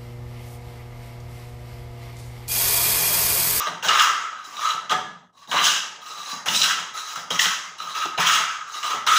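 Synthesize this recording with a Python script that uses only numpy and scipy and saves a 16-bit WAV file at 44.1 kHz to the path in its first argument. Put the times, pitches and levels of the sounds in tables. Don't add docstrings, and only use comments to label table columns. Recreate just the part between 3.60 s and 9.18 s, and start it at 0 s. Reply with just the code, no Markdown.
import sys
import numpy as np
from scipy import signal
from scipy.fft import rfft, irfft
from scipy.io import wavfile
from scipy.ndimage import uniform_filter1d

SR = 44100
rng = np.random.default_rng(int(sys.argv[2]) if len(sys.argv) > 2 else 0)


def convert_level_to_amplitude(level_db):
    exponent = np.asarray(level_db, float) / 20
    return 10 ** exponent


def master(y):
    cut = np.clip(np.atleast_2d(y).T, -1, 1)
    pcm = np.round(cut * 32767)
    wavfile.write(sys.argv[1], SR, pcm.astype(np.int16))


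N = 246246


def evened(x):
    return x / np.sqrt(np.mean(x ** 2) + 1e-20)


def read(points, hz):
    f, value = np.transpose(points)
    return np.interp(np.log(hz + 1), np.log(f + 1), value)


def add(mix, s, sound):
    part = mix[round(s * SR):][:len(sound)]
    part += sound[:len(part)]


def pole_radius(width_hz):
    return np.exp(-np.pi * 1.55 * width_hz / SR)


def resonate(x, hz, width):
    r = pole_radius(width)
    pole = r * np.exp(2j * np.pi * hz / SR)
    return 2 * signal.lfilter([(1 - r) ** 2], [1, -2 * pole, pole ** 2], x).real


def smooth(x, width):
    r = pole_radius(width)
    return signal.lfilter([(1 - r) ** 2], [1, -2 * r, r ** 2], x)


def ring(x, modes):
    click = np.eye(1, 6000)[0]
    shape = np.zeros(len(click))
    for k, (hz, width, db) in enumerate(modes):
        shape += (-1) ** k * convert_level_to_amplitude(db) * resonate(click, hz, width)
    return signal.oaconvolve(x, shape / np.linalg.norm(shape))[:len(x)]


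def judder(span, depth_db):
    slow = uniform_filter1d(uniform_filter1d(rng.standard_normal(N), span), span)
    return convert_level_to_amplitude(depth_db * evened(slow))


def fibres(per_s, spread_db, rub):
    size = convert_level_to_amplitude(spread_db * np.minimum(rng.exponential(1, N), 4)) * rng.choice([-1., 1.], N)
    snaps = evened(size * (rng.random(N) < per_s / SR))
    return evened(snaps + rub * rng.standard_normal(N))


def swell(rise, top_db, below_db, bend, fade_db_s, touch=0.0014):
    t = np.arange(0, 1.1, .0004)
    to_go = np.clip(1 - t / rise, 0, 1) ** bend
    level_db = top_db - below_db * to_go - fade_db_s * np.maximum(t - rise, 0)
    gain = np.minimum(t / touch, 1) * convert_level_to_amplitude(level_db)
    return np.interp(np.arange(0, t[-1], 1 / SR), t, gain)


def motion(rows, feeds, bend, hurry=1, touch=0.0014):
    power = np.zeros((len(feeds), N))
    for start, rise, top_db, below_db, colour_db in rows:
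        for part, (db, share, slow_db, fade) in zip(power, feeds):
            level_db = top_db + db + share * colour_db
            gain = swell(rise, level_db, below_db + slow_db, bend, fade * hurry, touch)
            add(part, start, gain ** 2)
    return power


# start_s, rise_s, top_db, start_below_top_db, weight_db
DRAGS = [(0.0, 0.0066, -33.5, -23.5, 14.5), (0.06, 0.012, -40, 10, 12.5), (0.78, .06, -55.5, 8, 15),
         (0.838, 0.024, -45.5, -3, -2), (0.89, .12, -36, 20, 5), (1.0, 0.11, -35.5, 6.5, 14),
         (1.725, 0.087, -57.5, 11, 5), (1.812, .02, -57.5, -4, 9), (1.873, 0.067, -31.5, 20.5, -11),
         (2.41, 0.11, -45, 9, 5), (2.455, 0.26, -35.5, 17, 1.5), (3.335, 0.15, -40, 0.5, 1),
         (3.44, 0.09, -41, 12, 1), (3.553, 0.022, -37.5, -9, 5.5), (4.178, .01, -45.5, -2, 7),
         (4.195, 0.031, -43, 7, 11.5), (4.24, 0.136, -42, 6.5, 7.5), (4.345, .11, -39.5, -0.5, 13.5),
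         (5.07, 0.087, -40.5, 12.5, 4), (5.135, 0.056, -40.5, 5, 4), (5.225, 0.05, -33, 5.5, 9),
         (5.3, 0.024, -37.5, -12, 14.5)]
# start_s, rise_s, top_db, start_below_top_db, weight_db
PRESSES = [(0.228, 0.02, -24, 4.5, -13), (0.281, .16, -22.5, -3.5, 4.5), (0.52, 0.08, -36, 6, 8),
           (1.912, 0.063, -19, 3.5, -3.5), (2.857, 0.042, -28, -1.5, -3.5), (3.0, 0.056, -25.5, 20, -2),
           (3.703, 0.0031, -28.5, -16, 4), (3.78, 0.064, -26, 28, -2), (4.576, 0.036, -22.5, -2, -0.5),
           (4.65, 0.046, -21, 28, 4.5), (4.8, 0.062, -32.5, -9, 10), (5.464, .03, -22.5, -5, -1.5),
           (5.51, 0.039, -39, -7, 30.5)]
# start_s, rise_s, top_db, start_below_top_db, thickness_db
CUTS = [(0.228, 0.019, -25, 2, 0.5), (0.281, 0.14, -25, 6.5, -8), (1.912, 0.13, -17, 20, 2.5),
        (2.857, 0.1, -16, 10.5, -8.5), (3.03, 0.032, -26.5, -7.5, 3.5), (3.703, 0.0057, -26.5, -4, -18),
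        (3.788, 0.032, -19.5, -1, -4.5), (4.576, 0.023, -24, 10, 10), (4.66, 0.069, -21.5, 0.5, 8),
        (5.464, 0.1, -23.5, 3, 10)]
# start_s, rise_s, top_db, start_below_top_db, weight_db
SKID = [(1.294, 0.021, -31.5, 10, 15.7)]
# level_db, share_of_weight_or_thickness, extra_start_below_db, fade_db_s
DRAG_FEEDS = [
    (-4, 0.38, .1, 94),
    (-3.5, 0.67, 2, 236),
    (2, .01, 2, 200),
    (-11, .01, 0.8, 270),
    (1, 0.73, -4, 190),
    (1.5, 0.19, 4, 810),
    (-14.5, 0.17, -6, 47),
]
PRESS_FEEDS = [
    (0.5, .01, 3.5, 86),
    (-2, .01, 4.5, 97),
    (-10, 0.58, 5.2, 99),
    (-29.5, .01, -6.5, 95),
    (-0.5, 0.71, 3.5, 79),
    (-16, .01, -8, 70),
    (-21, -0.8, -8, 44),
]
CUT_FEEDS = [
    (-24, .3, 11, 90),
    (-3, 0.6, .1, 113),
    (0., .01, 4, 111),
    (-12, .01, 2, 154),
    (-22, 0.1, .1, 90),
    (-5, .01, 6, 165),
    (-73.5, 0.012, -11, 180),
]


def contact():
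    back = motion(DRAGS, DRAG_FEEDS, bend=1.27, touch=0.0063)
    back += motion(SKID, DRAG_FEEDS, bend=1.27, hurry=1.7)
    push = motion(PRESSES, PRESS_FEEDS, bend=1.67) + motion(CUTS, CUT_FEEDS, bend=0.49)
    return np.sqrt(push + back)


# factor_on_pitch, width_hz, level_db
BLOCK = [(.9, 120, -12), (1.001, 55, 2.5), (1.05, 65, -1)]
# time_s, pitch_hz
BLOCK_PITCH = [(0.0, 1213), (0.73, 1273), (0.92, 1146), (1.121, 1255), (1.66, 1200), (1.76, 1050),
               (1.86, 1155), (2.11, 1234), (2.55, 1236), (2.71, 1147), (2.84, 1250), (3.06, 1283),
               (3.88, 1235), (4.12, 1222), (4.82, 1262), (5.221, 1217), (5.58, 1275)]


def block_ring(x):
    s, hz = np.transpose(BLOCK_PITCH)
    turns = np.cumsum(np.interp(np.arange(N) / SR, s, hz)) / SR
    out = np.zeros(N)
    for k, (factor, width, db) in enumerate(BLOCK):
        turn = np.exp(2j * np.pi * factor * turns)
        out += (-1) ** k * convert_level_to_amplitude(db) * 2 * (turn * smooth(x / turn, width)).real
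    return convert_level_to_amplitude(20.0) * out


def patchy(x, depth_db):
    z = signal.stft(x, SR, nperseg=256, noverlap=192)[2]
    patches = uniform_filter1d(rng.standard_normal(z.shape[::-1]).T, size=3, axis=0)
    patches = evened(uniform_filter1d(uniform_filter1d(patches, size=18, axis=1), size=12, axis=1))
    z *= convert_level_to_amplitude(depth_db * patches - depth_db ** 2 / 3.35)
    return signal.istft(z, SR, nperseg=256, noverlap=192)[1][:N]


# pitch_hz, width_hz, level_db
WOOD = [(1056, 135, -1), (1560, 215, 3), (1900, 212, -2.5), (2064, 237, 0.5)]
BODY = [(2625, 1000, -6.5), (2880, 263, 3.5), (3250, 257, 3), (3520, 850, -5.5)]
SHAVING = [(4950, 870, 0), (5890, 690, -0.5), (6560, 400, 2), (7480, 900, -9)]
EDGE = [(9300, 1400, -3.5), (10630, 1270, -4.5), (12100, 730, -8.5), (15170, 970, 0.5)]
IRON = [(3900, 170, 6), (4203, 400, -10)]


def planing(wood, body, hiss, fizz, block, iron):
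    grip = judder(span=1500, depth_db=1.81)
    tear = evened(grip * fibres(per_s=2500., spread_db=3.0, rub=0.94))
    curl = evened(grip * fibres(per_s=3800.0, spread_db=3.0, rub=1.5))
    rings = block_ring(block * tear * judder(span=220, depth_db=0.5))
    rings += ring(iron * tear * judder(span=540, depth_db=4.0), IRON)
    cutting = ring(wood * tear, WOOD)
    cutting += ring(body * tear * judder(span=230, depth_db=-0.5), BODY)
    cutting += ring(hiss * curl, SHAVING) + ring(fizz * curl, EDGE)
    return convert_level_to_amplitude(-2.5) * (rings + patchy(cutting, depth_db=2.5))


# start_s, level_db, pitch_hz, stand_shake_db
BUMPS = [(0.066, -26.5, 620, -37.5), (0.259, -24, 182, -71), (0.87, -42, 300, -63),
         (1.139, -29.5, 188, -48), (1.3, -32, 170, -32), (1.875, -47, 298, -49), (1.938, -20.5, 553, -42.5),
         (2.501, -48, 418, -59), (2.725, -33.5, 206, -50), (2.873, -25.5, 177, -33.5),
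         (3.099, -38, 180, -48.5), (3.567, -35, 196, -46), (3.704, -25, 526, -38.5),
         (4.199, -44, 190, -57.5), (4.449, -25.5, 340, -57), (4.584, -17.5, 183, -38.5),
         (5.333, -28, 430, -42)]


def shake():
    out = np.zeros(N)
    for s, _, _, db in BUMPS:
        add(out, s, swell(0.0083, db, 12, bend=0.88, fade_db_s=99.5))
    return out


# pitch_hz, width_hz, level_db
STAND = [(86.4, 39, -15.5), (130, 64, -15), (177, 16.6, 1.5), (233, 36, -10.5)]
CLAMP = [(390, 93, -6.5), (412, 62, -3), (660, 360, -6.5), (752, 69, -1), (891, 111, -1.5)]
FLOOR = [(62, 56, -0.5), (105, 34, 3.5)]


def stand(clamp):
    load = judder(span=600, depth_db=2.5) * rng.standard_normal(N)
    shaking = shake()
    low = shaking + convert_level_to_amplitude(-26) * clamp + convert_level_to_amplitude(-70.5)
    mid = convert_level_to_amplitude(-3.5) * shaking + clamp
    return ring(low * load, STAND) + ring(mid * load, CLAMP) + convert_level_to_amplitude(-71) * ring(load, FLOOR)


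def bumps():
    out, t = np.zeros(N), np.arange(3000) / SR
    for s, db, hz, _ in BUMPS:
        push = rng.standard_normal(len(t)) * np.minimum(t / 0.004, 1) * np.exp(-t / 0.008)
        knock = resonate(push, hz, 94) + 0.065 * ring(push, CLAMP) + 0.022 * ring(push, STAND)
        add(out, s, convert_level_to_amplitude(db + 0.5) * knock / abs(knock).max())
    return out


def slips(rows, length_s):
    out, t = np.zeros(N), np.arange(2400) / SR
    for s, db, hz in rows:
        burst = rng.standard_normal(len(t)) * np.minimum(t / 0.0028, 1) * np.exp(-(t / length_s) ** 4)
        tone = resonate(burst, hz, 190) + .06 * ring(burst, BODY) + 0.03 * ring(burst, SHAVING)
        add(out, s, convert_level_to_amplitude(db) * tone / abs(tone).max())
    return out


# start_s, level_db, pitch_hz
LANDINGS = [(0.224, -23, 2860), (0.843, -49, 4930), (1.294, -18, 2920), (1.872, -35, 3870),
            (1.913, -17, 3040), (2.46, -34, 5600), (2.858, -25, 2520), (3.704, -16.5, 3200),
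            (3.71, -14.5, 3200), (4.2, -26, 1240), (4.574, -25, 3000), (5.467, -31, 3250)]


def landings():
    return slips(LANDINGS, length_s=0.004)


# start_s, level_db, pitch_hz
CATCHES = [(0.283, -8.5, 2866), (0.391, -8, 3010), (.964, -25, 3800), (0.99, -21, 1190), (1.053, -18, 1200),
           (1.101, -19.5, 4000), (1.105, -30, 1236), (2.066, -9.5, 3270), (2.503, -34, 3900),
           (2.88, -9.5, 2870), (2.943, -11.5, 3760), (3.014, -7.5, 3890), (3.79, -9.5, 3030),
           (3.791, -7, 1910), (3.816, -13, 3170), (3.853, -13.5, 3250), (4.347, -25, 2770),
           (4.42, -45, 2800), (4.452, -19.5, 1330), (4.665, -9.5, 3160), (5.138, -28, 2890),
           (5.227, -22.5, 2880)]


def catches():
    return slips(CATCHES, length_s=0.011)


# start_s, level_db
SET_DOWN = [
    (1.303, -9.5),
    (1.316, -0.5),
]
# pitch_hz, level_db, t60_s
KNOCK = [(166, -36, 0.36), (332, -41, .35), (429, -37, 0.5), (745, -29, 0.41), (1200, -29, 0.47),
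         (1240, -22, 0.21), (1405, -44, 0.33), (1690, -29, 0.35), (2030, -40, 0.45)]


def set_down():
    out, t = np.zeros(N), np.arange(SR // 2) / SR
    for s, blow_db in SET_DOWN:
        for hz, db, t60 in KNOCK:
            waver = evened(uniform_filter1d(uniform_filter1d(rng.standard_normal(len(t)), size=280), size=280))
            mode = convert_level_to_amplitude(db - 60 * t / t60) * np.sin(2 * np.pi * (hz * t + rng.random()))
            mode *= 1 + .6 * waver
            add(out, s, convert_level_to_amplitude(blow_db) * mode * np.minimum(t / 0.0026, 1))
    return out


# pitch_hz, t60_s
ROOM = [(150, 0.81), (500, 0.18), (1300, 0.57), (3000, 0.54), (6000, 0.54), (10000, 0.44), (15000, 0.3)]


def room(x):
    out, at = np.zeros(N), np.arange(260, SR - 20, 16)
    place = np.cumsum(np.full(N, 4.)) / SR
    for k in range(3):
        taps = np.zeros(SR)
        echo_at = None
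        signs = rng.choice([-1., 1.], len(at))
        taps[at + rng.integers(0, 16, len(at))] = signs
        hz, t, z = signal.stft(taps, SR, nperseg=256)
        decay = convert_level_to_amplitude(-60 * t / read(ROOM, hz)[:, None])
        tail = signal.istft(z * decay, SR, nperseg=256)[1]
        share = np.sqrt(2 / 3) * np.cos(np.pi * (place + k / 3))
        out += signal.fftconvolve(share * x, tail / np.linalg.norm(tail))[:N]
    return out


def scene():
    *gains, clamp = contact()
    jolts = landings() + catches()
    near = planing(*gains) + jolts + bumps() + set_down() + stand(clamp)
    air = evened(signal.lfilter([1], [1, -.97], rng.standard_normal(N)))
    mono = near + convert_level_to_amplitude(-4) * room(near) + convert_level_to_amplitude(-69) * air
    return np.array([mono, mono])


def roll_off(x):
    return signal.sosfilt(signal.butter(12, 16500, fs=SR, output="sos"), x)


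# pitch_hz, level_db
MIC = [(40, -16), (100, -11), (600, 0.5), (2500, 1.67), (4600, -1), (8000, 2.5), (13500, 2.5), (15500, 3.5)]
# pitch_hz, level_db per bin
GATE = [(100, -99.5), (1000, -68), (4000, -81), (10000, -99)]


def record(dry):
    hz = np.fft.rfftfreq(N, 1 / SR)
    limit = np.clip((15700 - hz) / 250, 0, 1) + 1e-4
    coloured = irfft(rfft(dry) * convert_level_to_amplitude(read(MIC, hz)) * limit, N)
    bin_hz, _, z = signal.stft(coloured, SR, nperseg=512, noverlap=384)
    power = uniform_filter1d(uniform_filter1d(abs(z) ** 2, size=9, axis=1), size=5, axis=2)
    over_db = 10 * np.log10(power + 1e-16) - read(GATE, bin_hz)[:, None]
    whole_db = 10 * np.log10(power.sum(axis=1, keepdims=True) + 1e-16) + 57
    shut_db = np.clip(1.5 * whole_db, -18, 0)
    z *= convert_level_to_amplitude(np.clip(0.67 * over_db, -25, 0) + shut_db)
    mix = signal.istft(z, SR, nperseg=512, noverlap=384)[1][:, :N]
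    return roll_off(mix)


dry = scene()
out = record(dry)
master(out)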